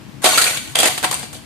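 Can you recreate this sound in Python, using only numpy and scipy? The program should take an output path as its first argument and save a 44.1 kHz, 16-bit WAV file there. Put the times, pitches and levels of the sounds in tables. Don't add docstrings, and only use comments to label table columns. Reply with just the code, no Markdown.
import sys
import numpy as np
from scipy import signal
from scipy.fft import rfft, irfft
from scipy.io import wavfile
from scipy.ndimage import uniform_filter1d

SR = 44100
rng = np.random.default_rng(int(sys.argv[2]) if len(sys.argv) > 2 else 0)


def put_to_file(sound):
    columns = np.atleast_2d(sound).T
    safe = np.clip(columns, -1, 1)
    whole_steps = np.round(safe * 32767)
    wavfile.write(sys.argv[1], SR, whole_steps.astype(np.int16))


N = 63945

BLOW_BANDS_HZ = (650, 1500, 3400, 8000)
BLOW_DB = 3.5


def amp(db):
    return 10 ** (np.asarray(db) / 20)


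def unit(x):
    return x / np.sqrt(np.mean(x ** 2) + 1e-20)


def read(points, hz):
    f, value = np.transpose(points)
    return np.interp(np.log(hz + 1), np.log(f + 1), value)


def pan(db):
    return amp(np.array([[.5], [-.5]]) * db)


def pair(x, same):
    angle = np.arcsin(np.clip(same, -1, 1)) / 2
    return np.cos(angle) * x + np.sin(angle) * x[::-1]


def colour(x, points, size=4096):
    hz = abs(np.fft.fftfreq(size, 1 / SR))
    log_gain = np.log(amp(read(points, hz)))
    spectrum = np.exp(np.conj(signal.hilbert(log_gain)))
    taps = np.fft.ifft(spectrum).real[:size // 2]
    return signal.fftconvolve(x, taps[None], axes=1)[:, :x.shape[1]]


def add(mix, s, sound):
    part = mix[:, round(s * SR):][:, :sound.shape[1]]
    part += sound[:, :part.shape[1]]


def rings(x, modes):
    t = np.arange(SR // 4) / SR
    ring = np.zeros(len(t))
    for hz, db, t60 in modes:
        decay = amp(db - 60 * t / t60)
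        resonant_gain = 2 * np.log(1000) / (t60 * SR)
        ring += decay * resonant_gain * np.cos(2 * np.pi * hz * t)
    return x + signal.fftconvolve(x, ring[None], axes=1)[:, :x.shape[1]]


def background():
    # (frequency [Hz], relative density [dB per Hz])
    air_density = [(15, -72), (25, -46), (58, -11.5), (72, -11), (96, -6), (144, -11), (208, -7.5),
                   (301, -8), (335, -14.5), (403, -18.5), (761, -21), (916, -19.5), (1330, -23),
                   (2640, -24.5), (14000, -41)]
    # (frequency [Hz], left over right [dB])
    air_lean = [(30, 8), (130, 13), (280, 13.5), (600, -1), (4000, 3), (12000, 3)]
    air_db, air_same = -38.5, 0.23
    hum_hz, hum_width_hz, hum_db, hum_lean_db = 138, 22, -44.5, 10

    hz = np.fft.rfftfreq(N, 1 / SR)
    air = rfft(pair(rng.standard_normal((2, N)), air_same))
    air = irfft(air * amp(read(air_density, hz)) * pan(read(air_lean, hz)), N)
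    hum_band = 1 / (1 + ((hz - hum_hz) / hum_width_hz * 2) ** 2)
    hum = irfft(rfft(rng.standard_normal(N)) * hum_band, N)
    return amp(air_db) * unit(air) + amp(hum_db) * unit(hum * pan(hum_lean_db))


def pings(count=48, size=2048):
    low_hz, high_hz = 1000, 7000
    pings_per_s, decay_s = 600, 0.0075
    level_db, spread_db = -3.5, 2.5

    out, t = np.zeros((2, N)), np.arange(size) / SR
    for hz in rng.uniform(low_hz, high_hz, count):
        struck = rng.random(N) < pings_per_s / count / SR
        hits = struck * amp(spread_db * np.minimum(rng.exponential(1, N), 3))
        phase = rng.random((2, 1))
        ping = np.sin(2 * np.pi * (hz * t + phase)) * np.exp(-t / decay_s)
        out += signal.oaconvolve(hits[None], ping, axes=1)[:, :N]
    return amp(level_db) * unit(out)


def rattle(levels):
    ticks_per_s, spread_db = 1500, 1
    roll_db, lean_db = -1.5, 3

    ticks = rng.standard_normal((2, N)) * (rng.random(N) < ticks_per_s / SR)
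    ticks = np.sign(ticks) * amp(spread_db * np.minimum(rng.exponential(1, N), 4))
    level_db = np.interp(np.arange(N) / SR, *np.transpose(levels), left=-100, right=-100)
    return unit(unit(ticks) + pings()) * amp(roll_db + level_db) * pan(lean_db)


def wheels():
    # (time [s], level [dB])
    run_levels = [(.214, -60), (.222, -30), (.238, -24.5), (.244, -13.5), (.28, -14.5), (.31, -20.5),
                  (.345, -14.5), (.37, -17.5), (.43, -17), (.47, -13), (.5, -18), (.535, -21.5),
                  (.575, -20), (.61, -35), (.66, -33.5), (.74, -35), (.76, -65)]
    # (time [s], level [dB])
    skid_levels = [(.75, -29), (.78, -22), (.86, -17), (.9, -37), (.95, -67), (1.02, -57), (1.06, -29),
                   (1.1, -44), (1.14, -27), (1.18, -38), (1.24, -32.5), (1.29, -55), (1.37, -41.5),
                   (1.44, -75)]
    # (frequency [Hz], gain [dB])
    straight_tone = [(60, -4), (250, 5), (600, 4.5), (1400, 1.5), (2500, 1.5), (4300, 2.5), (8500, 7.5),
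                     (14000, 6.5)]
    loop_tone = [(100, -11), (600, -7), (1400, -6.5), (2450, -3), (3200, -4.5), (4300, -6.5), (8500, 3),
                 (14000, 1.5)]
    skid_tone = [(100, -6), (600, 5.5), (1400, -2), (3200, 2), (8500, 8), (14000, -2)]
    loop_s, climb_s = 0.42, 0.076

    roll = rattle(run_levels)
    height = .5 + .5 * np.tanh((np.arange(N) / SR - loop_s) / climb_s)
    on_straight = colour(roll * (1 - height), straight_tone)
    in_loop = colour(roll * height, loop_tone)
    return on_straight + in_loop + colour(rattle(skid_levels), skid_tone)


def room(x, size=256):
    # (frequency [Hz], t60 [s])
    decay_times = [(150, 0.26), (600, 0.41), (1700, 0.46), (4500, 0.62), (9000, 0.45), (14000, 0.56)]
    room_db, delay_s = -6, 0.0025

    hz, t, z = signal.stft(rng.standard_normal((2, SR)), SR, nperseg=size)
    decay = amp(-60 * t / read(decay_times, hz)[:, None])
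    tail = signal.istft(z * decay, SR, nperseg=size)[1]
    tail = tail * np.clip(np.arange(tail.shape[1]) / SR / delay_s - 1, 0, 1)
    wet = signal.fftconvolve(x, tail / np.linalg.norm(tail[0]), axes=1)[:, :N]
    return wet * amp(room_db)


def blow(release_s, size=4096, order=24):
    attack_s, contacts_per_s = 0.0024, 6000

    t = np.arange(size) / SR
    shape = np.minimum(t / attack_s, 1) * np.exp(-np.maximum(t - attack_s, 0) / release_s)
    contacts = rng.standard_normal((2, size)) * (rng.random((2, size)) < contacts_per_s / SR)
    z = rfft(shape * contacts, 2 * size)
    power = uniform_filter1d(abs(z) ** 2, order, axis=1)
    burst = irfft(z / np.sqrt(power + 1e-12))[:, :size]
    return unit(burst) * np.sqrt(np.mean(shape ** 2))


def knocks():
    # (time [s], level [dB], thud [dB], clack [dB], tick [dB], left over right [dB],
    # note [Hz], note gain [dB], release [s])
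    track_blows = [ (0.2403, -10.5, 8.5, -0.5, 6.5, 4, 1010, 0, 0.0034),
                   (0.244, -6, -0.5, -1, -2, -5, 382, 8.5, 0.0085),
                   (.256, -1, -4.5, -10.5, -4.5, 2.5, 974, 8, 0.0053),
                   (.263, -4.5, -7.5, -7.5, -8, 6, 735, 2, 0.0079),
                   (0.289, -16, 1.5, -18, 6, -3, 391, 8, 0.01),
                   (.375, -9.5, -10, 2.5, 6, -2.5, 1364, 11, 0.011),
                   (0.3795, -10.5, -16.5, 7, -1, 6.5, 4340, 15.5, .003),
                   (0.3865, -26.5, -12, 12, 4.5, 10, 8400, 17.5, 0.0016),
                   (0.414, -9.5, -18, -0.5, 2.5, -5.5, 1350, -17, 0.0052),
                   (.419, -13.5, -11, -3, 4.5, 9, 4400, 7, 0.0084),
                   (.440, -17.5, 1, -6, 10.5, -1, 4330, 11.5, 0.0043),
                   (.465, -20, -7, 1, -4, -2, 2420, 13.5, 0.0079),
                   (.475, -20.5, -17, -4, -3, -3, 2410, 16.5, 0.0053),
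                   (.501, -22.5, -2.5, -1, -7, -2, 2370, 8, 0.0072),
                   (.570, -15.5, -13, -24, -10, 4, 2300, 11, 0.0066),
                   (.673, -33, 0, -12, 1, 1, 2940, 8, 0.0073), (0.8294, -8.5, 5, 4, 3, -1, 930, -1, 0.0059),
                   (0.842, -18.5, 4, 7, -12, -2, 409, 14.5, 0.0045),
                   (.8555, -8.5, 3, 0, 3.5, 2, 2020, 4, 0.0056),
                   (.872, -11.5, 4.5, 0, 4, 2.5, 593, 0.5, 0.0057),
                   (.881, -16, 4, 7.5, 2, 2, 790, -5, 0.0029),
                   (0.976, -18.5, -3, 1, 2, 1.5, 1900, -20, 0.0082),
                   (1.027, -23, 2, -2, 3, -2, 1570, 7, 0.016),
                   (1.035, -16.5, 3.5, 3.5, -1.5, 1.5, 1570, 5.5, 0.007),
                   (1.042, -9, 0.5, 1, -0.5, 3.5, 956, 8.5, 0.0066),
                   (1.111, -15.5, -4.5, -12, 4, 5.5, 1080, 16, 0.0045),
                   (1.125, -21.5, 2, 6, 7, -1.5, 995, 8, 0.0054),
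                   (1.141, -24, -12, -20, 9.5, 3, 9140, 8.5, 0.0022),
                   (1.194, -29.5, 5, -4, 4.5, 8.5, 8800, -4, .003),
                   (1.228, -30, 5.5, 5, -1, 4, 835, 1, 0.004),
                   (1.328, -34.5, 3, -1, 7, 1.5, 1360, 3, 0.011),
                   (1.344, -32.5, -1, -25, 0.5, 1, 3030, 2.5, 0.02)]
    note_q = 11

    out = np.zeros((2, N))
    for s, db, thud_db, clack_db, tick_db, lean_db, hz, note_db, release_s in track_blows:
        note_t60 = np.log(1000) / np.pi * note_q / hz
        hollow = rings(blow(release_s), [(hz, note_db, note_t60)])
        tone = list(zip(BLOW_BANDS_HZ, (thud_db, clack_db, 0, tick_db)))
        add(out, s, colour(hollow, tone) * amp(db + BLOW_DB) * pan(lean_db))
    return out


def bumps(size=4096):
    # (time [s], level [dB])
    floor_bumps = [(0.371, -34), (.825, -48)]
    bump_hz, decay_s = 68.5, 0.0087

    out, t = np.zeros((2, N)), np.arange(size) / SR
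    push = np.sin(2 * np.pi * bump_hz * t) * np.exp(-t / decay_s)
    for s, db in floor_bumps:
        add(out, s, amp(db) * push * np.ones((2, 1)))
    return out


def car():
    # (time [s], level [dB], thud [dB], tick [dB], release [s])
    body_hits = [(0.754, -6.5, -5, 0.5, 0.0024), (.766, -19, 7.5, 0, 0.0039),
                 (.786, -10.5, -1, 5.5, 0.0072), (.800, -8.5, -5, 4, .004)]
    # (frequency [Hz], gain [dB], t60 [s])
    body_modes = [(600, 0.5, 0.024), (2730, 1, .03), (3300, 11.5, 0.023), (4830, 6, .05), (8100, -2, .04),
                  (9570, 2, 0.034), (10850, 10, .05)]
    clack_db = -2

    out = np.zeros((2, N))
    for s, db, thud_db, tick_db, release_s in body_hits:
        tone = list(zip(BLOW_BANDS_HZ, (thud_db, clack_db, 0, tick_db)))
        add(out, s, colour(blow(release_s), tone) * amp(db + BLOW_DB))
    return rings(out, body_modes)


def scene():
    # (frequency [Hz], gain [dB], t60 [s])
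    toy_modes = [(392, -14, 0.13), (519, -6, 0.052), (643, -2.5, 0.13), (738.5, 0, 0.14),
                 (810, -6.5, 0.096), (1350, -17, 0.12), (1877, -3, 0.079), (2324, -1, 0.14),
                 (2576, -5, 0.13), (3404, -18.5, .2), (10200, -22, 0.15)]
    # (frequency [Hz], gain [dB])
    shell_tone = [(30, -26), (150, -29), (260, -7.5), (400, 0.5), (700, 4), (1100, 2), (2000, 2),
                  (3200, 2.5), (4700, 0.5), (5150, -7), (7000, -2), (9000, 0.5), (11000, -6.5),
                  (14000, -11)]
    # (frequency [Hz], likeness [0 to 1])
    likeness = [(100, 0.95), (600, 0.77), (1300, 0.21), (3000, 0.073), (14000, 0.017)]
    # (frequency [Hz], left over right [dB])
    toy_lean = [(200, 23.5), (400, 4), (660, -7), (1200, 0.5), (4000, -2.5), (8000, 0), (14000, 2)]

    hz = np.fft.rfftfreq(2 * N, 1 / SR)
    toy = colour(rings(wheels() + knocks() + car(), toy_modes), shell_tone)
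    sides = pair(rfft(toy, 2 * N), read(likeness, hz))
    toy = irfft(sides * pan(read(toy_lean, hz)))[:, :N]
    return background() + toy + room(toy) + bumps()


def record(dry):
    ceiling, low_cut_hz, edge_hz = 0.95, 25, 14400

    loud = ceiling * np.tanh(dry / ceiling)
    low_cut = signal.butter(2, low_cut_hz, "highpass", fs=SR, output="sos")
    band_limit = signal.firwin(255, edge_hz, window=("kaiser", 8), fs=SR)
    return signal.oaconvolve(signal.sosfilt(low_cut, loud), band_limit[None], "same")


dry = scene()
out = record(dry)
put_to_file(out)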